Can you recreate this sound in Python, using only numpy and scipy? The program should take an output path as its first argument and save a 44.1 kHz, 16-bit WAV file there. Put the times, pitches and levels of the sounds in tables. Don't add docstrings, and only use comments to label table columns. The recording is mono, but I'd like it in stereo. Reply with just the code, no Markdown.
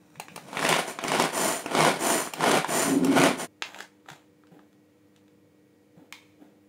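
import sys
import numpy as np
from scipy import signal
from scipy.fft import rfft, irfft
from scipy.io import wavfile
from scipy.ndimage import uniform_filter1d

SR = 44100
rng = np.random.default_rng(int(sys.argv[2]) if len(sys.argv) > 2 else 0)


def to_wav(s):
    ch = np.atleast_2d(s).T
    pcm = np.round(np.clip(ch, -1, 1) * 32767)
    wavfile.write(sys.argv[1], SR, pcm.astype(np.int16))


N = 294588
T = np.arange(N) / SR


def from_db(db):
    return 10 ** (np.asarray(db) / 20)


def at_hz(points, hz):
    f, value = np.transpose(points)
    return np.interp(np.log(np.maximum(hz, 1)), np.log(f), value)


def convolve(x, response):
    full = signal.fftconvolve(np.atleast_2d(x), np.atleast_2d(response), axes=-1)
    return full[:, :np.shape(x)[-1]]


def colour(x, points, tilt_db=0, size=4096):
    hz = np.maximum(np.fft.rfftfreq(size, 1 / SR), 10)
    level_db = at_hz(points, hz) + tilt_db * np.log2(np.maximum(hz, 300) / 1500)
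    cepstrum = irfft(np.log(from_db(level_db)))
    cepstrum[1:size // 2] *= 2
    cepstrum[size // 2 + 1:] = 0
    return convolve(x, irfft(np.exp(rfft(cepstrum))))


def resonate(x, modes):
    out = 0
    for hz, width_hz, db in modes:
        b, a = signal.iirpeak(hz, hz / width_hz, SR)
        out = out + from_db(db) * signal.lfilter(b, a, x + 1e-18)
    return out


def band_pass(x, band_hz):
    return signal.sosfilt(signal.butter(2, band_hz, "band", fs=SR, output="sos"), x)


def unit_in(x, band_hz):
    return x / np.sqrt(np.mean(band_pass(x, band_hz) ** 2))


def grains(per_s, spread_db):
    sizes = from_db(spread_db * np.minimum(rng.exponential(1, N), 4)) * rng.choice([-1, 1], N)
    clicks = sizes * (rng.random(N) < per_s / SR)
    return clicks / np.std(clicks)


def wander(per_s):
    knots = np.arange(0, N / SR + 1, 1 / per_s)
    return np.interp(T, knots, rng.standard_normal(size=4096)[:len(knots)])


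def lumps(per_s, depth_db):
    return from_db(depth_db * wander(per_s))


def swell(s, hold_s, db, rise_db_per_s, fall_db_per_s):
    below_db = rise_db_per_s * np.maximum(s - T, 0) + fall_db_per_s * np.maximum(T - s - hold_s, 0)
    return from_db(db - np.minimum(below_db, 200))


def swells(rows):
    return sum(swell(*row) for row in rows)


def rustle(points, per_s, spread_db):
    return unit_in(colour(grains(per_s, spread_db), points), (600, 8000))


def add(track, s, sound):
    start = round(s * SR)
    track[start:start + len(sound)] += sound[:N - start]


def to_peak(x, db):
    return from_db(db) * np.ravel(x) / np.abs(x).max()


def contact(crush_s, grit, size=4096):
    burst = grit * rng.standard_normal(size) * np.exp(-T[:size] / crush_s)
    burst[0] += 1
    return burst


def blows(rows, points, crush_s, grit, ring_db, damping):
    buildup_s = .0015
    out = np.zeros(N)
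    for s, peak_db, hz, tilt_db in rows:
        push = contact(crush_s, grit)
        push = push + resonate(push, [(hz, hz * damping, ring_db)])
        add(out, s + buildup_s, to_peak(colour(push, points, tilt_db), peak_db))
    return out


# (f/Hz, level/dB)
ROOM_ECHO_COLOUR = [(120, -23), (350, -10.5), (1000, -4), (3000, -2), (12000, -5.5)]
ROOM_T60_S = 0.21
RIGHT_LEAD_S = 0.00012


def room(dry, lead_s, echo_db=0, size=22050):
    t = T[:size]
    walls = from_db(-60 * t / ROOM_T60_S) * (1 - np.exp(-t / 0.0092))
    nearby = np.exp(-t / 0.0017) * (t > .0003)
    decay = walls / np.linalg.norm(walls) + from_db(1.0) * nearby / np.linalg.norm(nearby)
    echoes = colour(rng.standard_normal((2, size)) * decay, ROOM_ECHO_COLOUR)
    lag = np.sinc(np.arange(32) - 8 - lead_s * SR) * signal.windows.tukey(32, .3)
    left = np.convolve(dry, lag)[8:8 + N]
    return np.array([left, dry]) + from_db(echo_db) * convolve(dry, echoes)


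# (f/Hz, level/dB per Hz)
AIR_COLOUR = [(15, -77.5), (25, -58), (69, -31), (91, -12), (122, -13.5), (198, -10.5), (267, -14.5),
              (297, -9.5), (368, -15.5), (482, -13), (648, -23.5), (1660, -32), (1950, -31), (3340, -36),
              (15500, -46.5)]
# (f/Hz, rms level/dB)
APPLIANCE_HUM = [(102.3, -76), (199.2, -71.5), (301.5, -63.5), (484.5, -69), (565.2, -82), (1900, -84),
                 (2239, -85), (2385, -89.5)]
AIR_DB = -67.5


def background():
    mid = rng.standard_normal(N)
    side = colour(rng.standard_normal(N), [(100, -14), (400, -1.0), (1500, 1.5), (8000, 1.0)])
    air = colour(mid + side * [[1], [-1]], AIR_COLOUR)
    hum = 0
    for hz, db in APPLIANCE_HUM:
        hum = hum + np.sqrt(2) * from_db(db) * np.sin(2 * np.pi * (hz * T + rng.random()))
    return from_db(AIR_DB) * unit_in(air, (600, 8000)) + hum


# (firmest t/s, hold/s, level/dB, rise/dB per s, fall/dB per s)
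HANDLING = [(0.35, 0.25, -56.5, 34, 600)]
# (f/Hz, level/dB per Hz)
RUB_COLOUR = [(47, -44), (80, -22.5), (166, 6.5), (350, -10.5), (477, -1), (621, -10), (2040, -18),
              (2720, -18.5), (8930, -27), (15500, -34)]


def rubbing():
    return swells(HANDLING) * rustle(RUB_COLOUR, per_s=2300, spread_db=3.0)


# (t/s, peak level/dB, ring f/Hz, brightness/dB per octave)
ONION_KNOCKS = [(0.155, -36, 2400, -2.5), (0.282, -25.5, 1960, -2.5), (0.529, -20, 696, -2),
                (0.546, -28, 1392, -6.5), (0.569, -9, 2177, -3.5), (0.591, -13, 1964, 0),
                (0.626, -11, 1390, -3.5), (0.649, -5, 2230, -1), (0.689, -1, 704, 1.5),
                (0.725, -1.5, 2253, -0.5), (0.763, -11, 810, -1.5), (0.987, -13, 869, -2.5),
                (1.08, -9, 867, 1.5), (1.117, -4.5, 793.4, -0.5), (1.146, -17.5, 923, -3),
                (1.197, -2.5, 746, 0.5), (1.221, -10.5, 915, 4), (1.257, -16.5, 1274, -1),
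                (1.749, -4.5, 822, -2), (1.805, -3, 704, -2), (1.848, -1, 845, 0.5),
                (2.272, -20.5, 859, -5), (2.406, -11, 708.5, -2), (2.438, -5.5, 810, -1.5),
                (2.513, -3.5, 770, 0.5), (2.644, -13, 950, -2.5), (2.69, -17.5, 1970, -5.5),
                (2.823, -10, 752, 5), (3.215, -6.5, 748, -1), (3.236, -3, 785, 0.5)]
# (f/Hz, level/dB per Hz)
KNOCK_COLOUR = [(50, -38), (130, -12.5), (250, -2), (550, -6), (800, 1), (1400, -4), (2800, -1.5),
                (5000, -7), (10000, -14.5), (15500, -34.5)]


def knocking():
    return blows(ONION_KNOCKS, KNOCK_COLOUR, crush_s=0.0021, grit=0.14, ring_db=4.0, damping=0.59)


# (t/s, peak level/dB, ring f/Hz)
TUB_PATS = [(0.17, -42, 158), (4.108, -44, 150), (4.518, -46.5, 173), (4.56, -50, 290), (5.97, -46, 170),
            (6.012, -46, 281), (6.411, -45, 288), (6.459, -60, 303)]


def patting(swell_s=0.008, size=8192):
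    out, t = np.zeros(N), T[:size]
    for s, peak_db, hz in TUB_PATS:
        boom = t * np.exp(-t / swell_s) * np.sin(2 * np.pi * hz * t)
        add(out, s, to_peak(boom, peak_db))
    return out


# (t/s, peak level/dB, ring f/Hz, brightness/dB per octave)
RATCHET_SNAPS = [(0.1972, -18, 755, -1), (0.359, -21.5, 737, 0), (0.3755, -27, 1346, -4.5),
                 (1.037, -15.5, 1997, -1.5), (1.047, -18.5, 741, -4), (1.659, -16.5, 921, -3.5),
                 (2.3345, -17.5, 833, 0), (3.045, -14.5, 815, 1.5)]
# (f/Hz, level/dB per Hz)
SNAP_COLOUR = [(80, -24), (300, 0.5), (800, 0), (1400, -5), (2500, -1), (4500, -6.5), (10000, -7.5),
               (15500, -18.5)]


def snapping():
    return blows(RATCHET_SNAPS, SNAP_COLOUR, crush_s=0.0033, grit=.45, ring_db=2.0, damping=0.32)


REWIND_SKEW, RASP_POWER = 0.61, 1.86


def spool_run(s, length_s):
    progress = np.clip((T - s) / length_s, 0, 1)
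    return np.abs(np.sin(np.pi * progress ** REWIND_SKEW)) ** RASP_POWER


# (full speed t/s, hold/s, level/dB, rise/dB per s,
# fall/dB per s, impacts per s on one spot, brightness/dB per octave)
CORD_PULLS = [(0.651, 0.14, -27.5, 146, 275.5, 336, 0.65), (1.145, 0.088, -26.5, 135, 213, 328, 0.25),
              (1.80, 0.083, -23.5, 159.5, 179.5, 470, -0.1), (2.458, .11, -24, 186.5, 278, 495, 0),
              (3.19, 0.067, -24, 113, 188.5, 580, -0.03)]
# (start t/s, length/s, rasp level/dB, tumbling onion level/dB)
CORD_REWINDS = [(0.859, 0.1, -43, -42), (1.315, 0.37, -31.5, -38.5), (1.981, .36, -30.5, -36.5),
                (2.663, .38, -32, -35), (3.369, 0.13, -40, -41)]
# (f/Hz, width/Hz, level over the broad colour/dB)
TUB_MODES = [(158, 15, 6), (372, 31, -1), (670, 25, -4.5), (790, 30, -5), (1010, 57, -15.5),
             (1450, 84, -2.5), (2260, 400, -6.5), (3700, 1100, -9.5)]
# (f/Hz, level/dB per Hz)
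CHOP_COLOUR = [(35, -62.5), (60, -36.5), (156, -6), (291, 2), (327, -2.5), (359, -1.5), (403, -2),
               (673, -0.5), (1740, -10), (2200, -7.5), (2650, -14), (3500, -15), (8090, -23), (9300, -17.5),
               (15500, -40)]


def chopping():
    out = 0
    for pull, rewind in zip(CORD_PULLS, CORD_REWINDS):
        *stroke, per_s, tilt_db = pull
        s, length_s, _, tumble_db = rewind
        hits = grains(per_s, spread_db=2.5) * lumps(per_s=60, depth_db=2.5)
        tub = colour(hits + resonate(hits, TUB_MODES), CHOP_COLOUR, tilt_db)
        gain = swell(*stroke) + from_db(tumble_db) * spool_run(s, length_s)
        out = out + unit_in(tub, (600, 2500)) * gain
    return out


# (f/Hz, width/Hz, level over the broad colour/dB)
SPOOL_MODES = [(686, 23, -4.5), (1936, 37, -3), (4270, 120, -5), (6080, 87, 5), (7070, 150, 7),
               (8900, 500, -15)]
# (f/Hz, level/dB per Hz)
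REWIND_COLOUR = [(35, -67.5), (60, -42.5), (145, -10.5), (305, -2.5), (572, -9.5), (657, -0.5), (738, -7),
                 (976, -6), (1520, -11), (1910, -9.5), (3420, -17.5), (7030, -17), (8090, -19), (9080, -11),
                 (15500, -29.5)]


def rewinding():
    ticks = grains(per_s=2200, spread_db=4.5)
    housing = colour(ticks + resonate(ticks, SPOOL_MODES), REWIND_COLOUR, tilt_db=-0.23)
    gain = sum(from_db(rasp_db) * spool_run(s, length_s) for s, length_s, rasp_db, _ in CORD_REWINDS)
    return unit_in(housing, (6000, 12000)) * gain


# (full swing t/s, hold/s, level/dB, rise/dB per s, fall/dB per s)
JUDDER = [(2.91, 0.32, -24.5, 151, 103.5)]
# (f/Hz, width/Hz, level/dB)
TABLE_MODES = [(138, 3.4, -14.5), (183, 9.1, -8), (267, 27, -3), (300, 35, -8), (365.5, 34, -6.5)]
GROAN_HZ, GROAN_DB, GROAN_WAVER = 275, -4, 0.043


def juddering():
    drone = band_pass(resonate(grains(per_s=450, spread_db=-2.0), TABLE_MODES), [120, 520])
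    drone /= np.sqrt(uniform_filter1d(drone ** 2, size=2205) + 1e-12)
    slip_hz = GROAN_HZ * (1 + GROAN_WAVER * wander(per_s=40))
    tone = np.sqrt(2) * np.sin(2 * np.pi * np.cumsum(slip_hz) / SR)
    groan = tone * lumps(per_s=35, depth_db=4.0)
    return (unit_in(drone, (200, 420)) + from_db(GROAN_DB) * groan) * swells(JUDDER)


# (t/s, peak level/dB, ring f/Hz, brightness/dB per octave)
TUB_TAPS = [(3.621, -8, 2730, 0), (3.649, -32, 1720, -1), (3.744, -24.5, 2250, 0.5),
            (3.787, -26, 1970, 5.5), (3.804, -20.5, 1560, 3.5), (3.825, -32, 1560, 9),
            (4.059, -42, 1280, -3), (4.086, -26.5, 1850, 0), (4.1, -25.5, 1284, 4),
            (4.435, -47.5, 1280, -4), (4.469, -44, 1190, 2.5), (4.591, -42, 1288, -4),
            (4.728, -48.5, 1900, 6), (5.161, -43, 2300, 7), (5.279, -49, 2190, 3)]
# (f/Hz, level/dB per Hz)
TAP_COLOUR = [(100, -49), (350, -1), (600, -8), (1000, 0), (2200, -5.5), (3200, -7), (4500, -8.5),
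              (7000, -14.5), (10000, -24), (15500, -44)]


def tapping():
    return blows(TUB_TAPS, TAP_COLOUR, crush_s=0.0026, grit=0.062, ring_db=6, damping=0.4)


# (thickest t/s, hold/s, level/dB, rise/dB per s, fall/dB per s)
ONION_SPILLS = [(3.64, .01, -50, 900, 87), (3.803, .008, -44.5, 237, 520), (4.091, 0.0084, -48, 747, 170),
                (5.158, .005, -74, 247, 150)]
# (f/Hz, level/dB per Hz)
SPILL_COLOUR = [(120, -42), (200, 3), (227, -34), (293, -2), (454, -6), (890, 1.5), (1230, -6.5),
                (3300, -11.5), (4920, -19), (6960, -17.5), (15500, -32)]


def spilling():
    return swells(ONION_SPILLS) * rustle(SPILL_COLOUR, per_s=2200, spread_db=5.0)


# (t/s, level/dB)
PALM_SCUFFS = [(4.518, -62), (5.97, -63.5), (6.405, -62.5)]
# (f/Hz, level/dB per Hz)
SCUFF_COLOUR = [(100, -20), (200, 8), (750, 1.5), (1100, -10), (2500, -17.5), (6000, -26.5), (15500, -30)]


def scuffing():
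    palm = sum(swell(s, hold_s=0.028, db=db, rise_db_per_s=1000, fall_db_per_s=100) for s, db in PALM_SCUFFS)
    return palm * rustle(SCUFF_COLOUR, per_s=2500, spread_db=2.5)


# (t/s, tick peak level/dB)
PAN_CLINK = [(6.125, -18.5)]
# (f/Hz, level against the tick's peak/dB, t60/s)
PAN_MODES = [(938, -24.5, 0.14), (1970, -37, .14), (2220, -33.5, 0.4), (2379, -38.5, 0.36),
             (2900, -44.5, .16), (3435, -39, .26), (3500, -41, .27), (3650, -43, .17), (5529, -43, .14)]
# (f/Hz, level/dB per Hz)
CLINK_COLOUR = [(60, -53.5), (500, -24), (720, -13), (950, 1.5), (1500, -12.5), (2350, 4), (2850, -7),
                (3600, -0.5), (5500, -11), (9300, -16), (15500, -25)]
PAN_WASH_DB, PAN_WASH_T60_S = -37.5, 0.71


def clinking(size=32768):
    out, t = np.zeros(N), T[:size]
    ring = sum(from_db(db - 60 * t / t60) * np.sin(2 * np.pi * hz * t) for hz, db, t60 in PAN_MODES)
    wash = np.ravel(colour(rng.standard_normal(size), CLINK_COLOUR))
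    ring = ring + wash / np.std(wash) * from_db(PAN_WASH_DB - 60 * t / PAN_WASH_T60_S)
    for s, peak_db in PAN_CLINK:
        tick = colour(contact(crush_s=0.0012, grit=0.038), CLINK_COLOUR)
        add(out, s, to_peak(tick, peak_db))
        add(out, s, from_db(peak_db) * ring)
    return out


WALL_LEADS_S = [.00005, 0.00011, 0.00015]


def chopper():
    spots = [room(np.ravel(chopping() + rewinding()), lead_s) for lead_s in WALL_LEADS_S]
    whirr = sum(spots) / np.sqrt(len(WALL_LEADS_S))
    base = room(np.ravel(juddering() + rubbing()), RIGHT_LEAD_S, echo_db=-3)
    knocks = room(knocking(), RIGHT_LEAD_S, echo_db=1.0)
    snaps = room(snapping(), RIGHT_LEAD_S, echo_db=-1.5)
    return whirr + base + knocks + snaps


def tub_and_pan():
    emptying = room(np.ravel(tapping() + spilling() + scuffing()), lead_s=.00006)
    return emptying + room(patting() + clinking(), RIGHT_LEAD_S)


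CHOPPER_END_S, CHOPPER_FADE_S = 3.462, 0.029


def scene():
    chopper_gain = np.clip((CHOPPER_END_S - T) / CHOPPER_FADE_S + .5, 0, 1)
    return chopper() * chopper_gain + tub_and_pan() + background()


# (f/Hz, left minus right level/dB)
PORT_BALANCE = [(500, 0), (3400, -1.5), (4600, -3), (5600, -1.5), (7100, -11), (8000, -0.5), (8900, 10.5),
                (9900, 7.5), (11200, 4), (12300, -7), (13500, -7), (15500, -17)]
CUTOFF_HZ = 15600


def record(dry):
    ports = []
    for channel, sign in zip(dry, (1, -1)):
        ports.append(colour(channel, [(hz, sign * db / 2) for hz, db in PORT_BALANCE]))
    rounded = .85 * np.tanh(np.vstack(ports) / .85)
    return signal.sosfilt(signal.ellip(10, .1, 80, CUTOFF_HZ, fs=SR, output="sos"), rounded)


dry = scene()
out = record(dry)
to_wav(out)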